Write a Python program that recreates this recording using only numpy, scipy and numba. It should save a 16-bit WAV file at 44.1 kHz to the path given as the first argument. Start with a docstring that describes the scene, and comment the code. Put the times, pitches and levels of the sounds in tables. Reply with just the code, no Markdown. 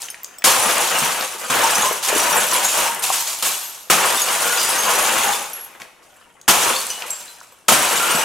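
"""Smashing a monitor in a garage

Four heavy blows fracture a monitor's glass tube and plastic case on a concrete floor, each a dense
burst of tiny impacts. Between them the case is dragged and rocked over its debris: it rattles, knocks
and squeals, broken glass pours out, and single shards ring in their own modes as they land.
The garage reverberates over a faint steady noise."""
import sys
import numpy as np
from scipy import signal
from scipy.fft import rfft, irfft, next_fast_len
from scipy.io import wavfile
from scipy.ndimage import uniform_filter1d
from numba import njit

SR = 44100
rng = np.random.default_rng(int(sys.argv[2]) if len(sys.argv) > 2 else 0)


def to_wav(sig):
    """Store sig (one row per channel, or 1-D mono) as 16-bit WAV at the path in sys.argv[1].

    Samples outside -1..1 are clipped; the rate is SR.
    """
    pcm = np.clip(np.atleast_2d(sig), -1, 1) * 32767
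    pcm = np.round(pcm).astype(np.int16)
    wavfile.write(sys.argv[1], SR, pcm.T)  # frames by channels


N = 363643
TIME = np.arange(N) / SR
BAND_LIMIT_HZ = 15900


def amp(db):
    """Amplitude ratio of a level in decibels."""
    return 10 ** (np.asarray(db) / 20)


def unit(x):
    """Normalisation to rms 1."""
    return x / np.sqrt(np.mean(x ** 2) + 1e-20)


def curve_at(points, hz):
    """Interpolation on a log-frequency axis."""
    points_hz, values = np.transpose(points)
    return np.interp(np.log(hz + 1), np.log(points_hz + 1), values)


def add(mix, start_s, sound):
    """Superposition: a sound joins the mix at start_s."""
    part = mix[max(round(start_s * SR), 0):][:len(sound)]
    part += sound[:len(part)]


def colour(pair, spectrum, size=4096):
    """Minimum-phase filtering imposes a spectrum on two channels, returned at rms 1."""
    hz = abs(np.fft.fftfreq(size, 1 / SR))
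    log_gain = np.log(amp(curve_at(spectrum, hz)))
    taps = np.fft.ifft(np.exp(np.conj(signal.hilbert(log_gain)))).real
    return unit(np.array([signal.oaconvolve(side, taps)[:len(side)] for side in pair]))


# Spectrum of the garage's background: frequency_hz, level_db
BACKGROUND_SPECTRUM = [(30, -7.5), (700, -4.5), (3000, -29), (10000, -16), (15000, -49)]

def background(level_db=-60):
    """Stationary coloured noise, uncorrelated between left and right."""
    return amp(level_db) * colour(rng.standard_normal((2, N)), BACKGROUND_SPECTRUM)


# Reverberation time of the garage: frequency_hz, t60_s
GARAGE_DECAY = [(250, 0.76), (5000, 1), (14000, 0.84)]

def room_response(early_db=-10, tail_db=-9.0, early_t60_s=0.14, slot=20):
    """Impulse response: early reflections from floor and clutter, and a tail decaying band by band."""
    taps = np.zeros((2, SR))
    at = np.arange(10 * slot, SR - slot, slot)
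    at = at + rng.integers(0, slot, (2, len(at)))  # one reflection in each slot of samples
    np.put_along_axis(taps, at, rng.choice([-1., 1.], at.shape), 1)
    hz, t, bands = signal.stft(taps, SR, nperseg=256)
    decay = amp(-60 * t / curve_at(GARAGE_DECAY, hz)[:, None])
    tail = signal.istft(bands * decay, SR, nperseg=256)[1][:, :SR]
    early = taps * rng.choice([-1, 1], taps.shape) * amp(-60 * np.arange(SR) / SR / early_t60_s)
    return amp(tail_db) * tail / np.linalg.norm(tail[0]) + amp(early_db) * early / np.linalg.norm(early[0])


def reverberation(x, shift_s=.13, patterns=4):
    """Echo paths change as the pieces move: equal-power crossfades cycle through room responses."""
    out = np.zeros((2, N))
    for k in range(patterns):
        weight = np.sqrt(np.maximum(1 - abs((TIME / shift_s - k) % patterns - 1), 0))
        out += signal.fftconvolve((x * weight)[None], room_response(), axes=1)[:, :N]
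    return out


@njit
def ring_modes(starts, gains, radians_per_sample, life_samples):
    """Modal synthesis: a sum of damped sinusoids, each with a complex gain per channel."""
    out = np.zeros((2, N))
    for k in range(len(starts)):
        phasor, step = 1 + 0j, np.exp(1j * radians_per_sample[k] - 1 / life_samples[k])
        for i in range(starts[k], min(N, starts[k] + int(6 * life_samples[k]))):
            out[0, i] += (gains[k, 0] * phasor).imag
            out[1, i] += (gains[k, 1] * phasor).imag
            phasor *= step
    return out


def collisions(per_s, spread_db, band_hz, ring_s, tick_db, clump_db=1.8, width=0.45, modes=2):
    """A Poisson process of contacts, many weak and a few strong; each ticks and rings its own modes."""
    at = np.flatnonzero(rng.random(N) < per_s / SR)
    clumps = unit(uniform_filter1d(rng.standard_normal(N), size=900))
    force_db = spread_db * np.minimum(rng.exponential(1, N), 3.5) + clump_db * clumps
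    force = amp(force_db) * rng.choice([-1, 1], N) / np.sqrt(per_s)  # power is independent of rate
    pitch_draw, life_draw = rng.random((2, N, modes))[:, at].reshape(2, -1)
    mode_hz = band_hz[0] + pitch_draw * (band_hz[1] - band_hz[0])
    life_samples = ring_s * SR * 10 ** (life_draw - .5)
    starts = np.repeat(at, modes)
    # each mode radiates in its own pattern, so left and right differ
    lean = width * np.exp(2j * np.pi * rng.random((N, modes))[at].ravel())
    gains = force[starts, None] * np.transpose([1 + lean, 1 - lean])
    rings = ring_modes(starts, gains, 2 * np.pi * mode_hz / SR, life_samples)
    energy = np.zeros(N)
    energy[at] = force[at] ** 2
    tick_power = signal.lfilter([1], [1, -np.exp(-1 / (0.00041 * SR))], energy + 1e-12)
    ticks = np.sqrt(tick_power) * rng.standard_normal(N)
    return unit(rings) + amp(tick_db) * unit(ticks)


def motion_db(events, rise_s, late_db=-60, late_db_per_s=60, rest_db=-75):
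    """Incoherent movements add in power: each rises, holds, then follows the higher of two decays."""
    power = np.full(N, amp(rest_db) ** 2)
    for start_s, hold_s, level_db, settle_db_per_s in events:
        age_s = np.maximum(TIME - start_s, 0)
        stopped_s = np.maximum(age_s - hold_s, 0)
        release_db = np.maximum(-settle_db_per_s * stopped_s, late_db - late_db_per_s * stopped_s)
        power += ((1 - np.exp(-age_s / rise_s)) * amp(level_db + release_db)) ** 2
    return 10 * np.log10(power)


# An edge of the case catches on concrete: start_s, length_s, level_db, pitch_hz
EDGE_SCRAPES = [(1.63, .035, -17, 880), (1.827, 0.063, -20.5, 1017), (2.167, .22, -28.5, 963),
                (2.504, 0.13, -23.5, 1010), (2.78, .15, -26.5, 940), (4.409, 0.16, -27, 1436),
                (4.858, 0.052, -23.5, 1044), (5.26, 0.072, -24, 820), (7.987, .2, -27.5, 1390),
                (8.07, 0.19, -34, 2900)]

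def scrapes(bandwidth_hz=55, waver=0.014):
    """Friction: uneven slips drive a narrow panel resonance whose pitch wavers as the plastic flexes."""
    t, out = np.arange(SR // 3) / SR, np.zeros(N)
    radius = np.exp(-np.pi * bandwidth_hz / SR)
    for start_s, length_s, level_db, pitch_hz in EDGE_SCRAPES:
        slips = rng.standard_normal(len(t)) * (t < length_s)
        flex = unit(uniform_filter1d(rng.standard_normal(len(t)), size=3000))
        carrier = np.exp(2j * np.pi * np.cumsum(pitch_hz * (1 + waver * flex)) / SR)
        ring = (carrier * signal.lfilter([1], [1, -2 * radius, radius ** 2], slips / carrier)).real
        add(out, start_s, amp(level_db) * ring * np.sqrt(length_s * SR / np.sum(ring ** 2)))
    return out


# The case bumps on the floor: start_s, level_db, pitch_hz
FLOOR_BUMPS = [(0.661, -23.5, 178), (1.018, -26, 153), (1.348, -28, 385), (1.784, -28, 146),
               (1.91, -13.5, 430), (2.127, -10.5, 420), (2.16, -13, 311), (3.102, -5, 755),
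               (3.46, -13, 1060), (4.456, -17, 484), (6.484, -15, 221), (7.413, -27, 980),
               (8.145, -23, 166)]

def bumps(decay_cycles=1.83, mode_ratio=1.475):
    """Damped vibration: a struck panel rings two modes for a set number of cycles, so low ones last."""
    t, out = np.arange(SR // 5) / SR, np.zeros(N)
    for start_s, level_db, pitch_hz in FLOOR_BUMPS:
        cycles = pitch_hz * t
        modes = np.sin(2 * np.pi * cycles) - np.sin(2 * np.pi * mode_ratio * cycles)
        envelope = (1 - np.exp(-2 * cycles)) * np.exp(-cycles / decay_cycles)
        add(out, start_s, amp(level_db) * modes * envelope)
    return out


# Plastic snaps and glass chips: start_s, level_db, centre_hz
BRITTLE_SNAPS = [(0.019, -13.5, 7000), (0.085, -20.5, 2920), (0.144, -21.5, 1840), (0.245, -15, 6500),
                 (0.421, -23, 1990), (0.781, -7, 8000), (1.209, -13.5, 4800), (2.947, -9, 9800),
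                 (5.647, -22, 11500), (5.818, -20.5, 2300), (6.414, -29, 6640), (6.867, -13, 7850),
                 (7.022, -13.5, 2700), (7.404, -32.5, 5900)]

def snaps(gain_db=1, crack_s=0.0029, relative_bandwidth=.35):
    """Brittle fracture: a very short burst of force excites one broad resonance."""
    t, out = np.arange(SR // 20) / SR, np.zeros(N)
    for start_s, level_db, centre_hz in BRITTLE_SNAPS:
        force = rng.standard_normal(len(t)) * np.exp(-t / crack_s)
        radius = np.exp(-np.pi * relative_bandwidth * centre_hz / SR)
        resonator = [1, -2 * radius * np.cos(2 * np.pi * centre_hz / SR), radius ** 2]
        crack = signal.lfilter([1, 0, -1], resonator, force)
        add(out, start_s, amp(level_db + gain_db) * crack / abs(crack).max())
    return out


# Single shards land: start_s, level_db, pitch_hz, t60_s
SHARD_LANDINGS = [(.102, -23.5, 9500, 0.03), (.233, -27, 13000, .025), (.385, -28, 8000, 0.027),
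                  (0.953, -18.5, 2870, 0.081), (.986, -12.5, 8500, .03), (1.245, -25, 6400, 0.055),
                  (1.822, -14, 6675, 0.089), (1.928, -19, 11800, 0.046), (2.366, -13.5, 9400, 0.082),
                  (2.646, -15.5, 6700, 0.27), (2.649, -17, 7330, 0.35), (2.775, -30, 12791, 0.42),
                  (2.994, -22, 9470, 0.07), (3.468, -23, 12840, 0.76), (4.175, -18.5, 3618, 0.15),
                  (4.218, -11.5, 6560, 0.094), (4.582, -18.5, 4905, 0.61), (4.631, -17, 9270, 0.098),
                  (4.711, -24, 8650, 0.052), (4.782, -17.5, 6380, 0.36), (5.33, -20, 3510, 0.11),
                  (5.533, -24, 11290, 0.33), (6.761, -20, 4440, 0.17), (6.902, -17.5, 6070, 0.069),
                  (6.735, -23, 3520, .15), (6.904, -25, 2946, 0.27), (7.105, -16, 7600, 0.13),
                  (7.279, -37, 4040, 0.3), (8.152, -19, 7900, 0.18)]

def shards(gain_db=-1, tick_db=-6, clink_db=-8, clink_s=0.0095, twin_gain=0.3, rebound=0.37, touches=4):
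    """Inelastic bouncing: each weaker touch ticks, clinks and excites a beating pair of modes."""
    t, out = np.arange(SR // 2) / SR, np.zeros(N)
    for start_s, level_db, pitch_hz, t60_s in SHARD_LANDINGS:
        twin_hz = pitch_hz + rng.uniform(22.4, 98)  # an uneven outline splits the mode in two
        pair = np.sin(2 * np.pi * pitch_hz * t) + twin_gain * np.sin(2 * np.pi * twin_hz * t)
        clink_hz = rng.uniform(pitch_hz / 2, min(2 * pitch_hz, BAND_LIMIT_HZ), (4, 1))
        clink = np.sin(2 * np.pi * clink_hz * t).sum(0) * np.exp(-t / clink_s)
        ring = pair * amp(-60 * t / t60_s) + amp(clink_db) * clink
        gaps_s = t60_s * rng.uniform(.08, .25, touches)
        for k, delay_s in enumerate(np.cumsum(gaps_s) - gaps_s[0]):
            tick = amp(tick_db) * np.gradient(rng.standard_normal(len(t))) * np.exp(-t / .001)
            add(out, start_s + delay_s, amp(level_db + gain_db) * rebound ** k * (ring + tick))
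    return out


# Spectrum of broken glass: frequency_hz, level_db
GLASS_SPECTRUM = [(200, -23), (900, 6.5), (2000, -1), (3000, 1), (4800, -1), (6800, 2), (10500, -1),
                  (13000, -5), (15500, -11.5)]
# Glass pours from the tube, then trickles away: start_s, hold_s, level_db, settle_db_per_s
GLASS_SPILLS = [(0, 0.052, -32.5, 218), (.441, 0.61, -20.5, 38.5), (1.38, 0.085, -31, 76),
                (1.5, 0.4, -19, 155), (2.025, .82, -19.5, 124), (3.024, 0.11, -21.5, 42),
                (3.27, 0.021, -23, 90), (3.423, 0.055, -22.5, 62.5), (3.901, 1.396, -20, 94),
                (6.02, 0.13, -54.5, 44), (6.48, 0.2, -20, 54), (7.06, 0.027, -32, 52),
                (7.69, 0.6, -20.5, 66)]

def glass_spill(grit_db=-1.0, tinkle_db=-7.5):
    """Granular flow: grit collides less often as it settles, and larger splinters tinkle."""
    level_db = motion_db(GLASS_SPILLS, rise_s=0.0017)
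    activity = np.sqrt(amp(level_db - level_db.max()))
    grit = collisions(per_s=900 + 5000 * activity, spread_db=3.0, band_hz=(2198, 15360),
                      ring_s=0.0021, tick_db=-1.5)
    tinkle = collisions(per_s=70, spread_db=3.2, band_hz=(5600, 12200), ring_s=.005, tick_db=-10)
    return amp(level_db) * (amp(grit_db) * colour(grit, GLASS_SPECTRUM) + amp(tinkle_db) * unit(tinkle))


# Spectrum of the plastic case: frequency_hz, level_db
CASE_SPECTRUM = [(40, -39), (105, -25), (160, -14.5), (340, -8.5), (520, -0.5), (950, 0.5), (1450, 1),
                 (2000, -3.5), (2900, -3.5), (9000, -44.5)]
# The case is shoved, then rocks to rest: start_s, hold_s, level_db, settle_db_per_s
CASE_SHOVES = [(0, 0.35, -46.5, 61), (.441, 0.39, -21, 52), (.9, 0.17, -22, 70), (1.165, 0.036, -24.5, 146),
               (1.41, 0.027, -29.5, 75), (1.5, 0.39, -20.5, 159), (2.07, 0.32, -20.5, 78),
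               (2.51, 0.12, -22.5, 110), (2.73, 0.096, -21, 72), (3.43, 0.037, -30, 122),
               (3.901, 0.24, -20, 116), (4.25, 0.557, -24, 103), (4.83, 0.45, -20.5, 98),
               (6.0, 0.13, -54, 4), (6.48, 0.22, -19.5, 151), (7.0, 0.03, -35.5, 65), (7.7, 1, -22, 60)]

def case_rattle(hollow_db=-8):
    """Repeated impacts excite the hollow case; they thin out as it settles, large pieces first."""
    # the heavy case starts more slowly than glass, and loose parts shift on after it stops
    level_db = motion_db(CASE_SHOVES, rise_s=0.01, late_db=-11.5, late_db_per_s=31.5)
    activity = np.sqrt(amp(level_db - level_db.max()))
    rattle = collisions(per_s=4200 * activity, spread_db=2.5, band_hz=(43.7, 4032),
                        ring_s=0.0042, tick_db=0.5)
    hollow = collisions(per_s=160, spread_db=4.0, band_hz=(780.5, 1284), ring_s=0.018, tick_db=-30)
    return amp(level_db) * (colour(rattle, CASE_SPECTRUM) + amp(hollow_db) * activity * hollow)


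# Blows and collapses of debris: start_s, level_db, decay_s, case_share (the rest is glass)
BLOWS = [(0.44, -6.5, 0.065, 0.21), (1.498, -18, 0.06, 0.76), (3.021, -20.5, 0.063, 0.06),
         (3.121, -17.5, 0.072, 0.01), (3.424, -14.5, 0.055, 0.02), (3.899, -3, 0.035, 0.37),
         (5.799, -33.5, 0.033, 0.6), (6.479, -5.5, 0.044, 0.33), (7.682, -5.5, 0.06, 0.32),
         (7.72, -5.5, 0.0084, 0.9)]

def smashes(rise_s=.0015, boom_db=-15, boom_hz=(125, 420)):
    """Impulsive excitation: a dense burst of fractures decays exponentially with the shell's boom."""
    plastic = collisions(per_s=5000, spread_db=5.5, band_hz=(39, 3998), ring_s=0.0017, tick_db=3.0)
    boom = signal.lfilter(*signal.butter(3, boom_hz, "band", fs=SR), rng.standard_normal(N))
    case = colour(plastic, CASE_SPECTRUM) + amp(boom_db) * unit(boom)
    splinters = collisions(per_s=9000, spread_db=1.8, band_hz=(2200, 15500), ring_s=.0025, tick_db=0)
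    glass = colour(splinters, GLASS_SPECTRUM)
    out = np.zeros((2, N))
    for start_s, level_db, decay_s, case_share in BLOWS:
        age_s = np.maximum(TIME - start_s, 0)
        envelope = (1 - np.exp(-age_s / rise_s)) * np.exp(-age_s / decay_s)
        out += amp(level_db) * envelope * (np.sqrt(case_share) * case + np.sqrt(1 - case_share) * glass)
    return out


def scene(direct_db=-0.51, crossfeed=0.35):
    """Direct sound plus diffuse field; the shards land close by and so sound drier."""
    wreck = smashes() + case_rattle() + glass_spill() + bumps() + scrapes() + snaps()
    near = shards()
    diffuse = reverberation(wreck.mean(0) + near / 2) + background()
    return amp(direct_db) * (wreck + near) + diffuse + crossfeed * diffuse[::-1]


# Level balance of the two channels: frequency_hz, left_minus_right_db
STEREO_BALANCE = [(40, -2), (250, 8), (1100, 2), (4000, 0.5)]
# The bass reaches the two sides out of step: frequency_hz, left_lead_rad
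STEREO_PHASE = [(60, 1), (260, -0.014), (900, -0.048)]

def record(dry, ceiling=0.72):
    """Interchannel level and phase shifts, mostly in the bass, then soft saturation and a low-pass."""
    size = next_fast_len(N + SR)
    hz = np.fft.rfftfreq(size, 1 / SR)
    left_gain = amp(curve_at(STEREO_BALANCE, hz) / 2) * np.exp(.5j * curve_at(STEREO_PHASE, hz))
    sides = irfft(rfft(dry, size) * np.array([left_gain, 1 / left_gain]), size)[:, :N]
    rounded = ceiling * np.tanh(sides / ceiling)
    lowpass = signal.firwin(511, BAND_LIMIT_HZ, window=("kaiser", 9), fs=SR)
    return signal.oaconvolve(rounded, lowpass[None], "same")


dry = scene()
out = record(dry)
to_wav(out)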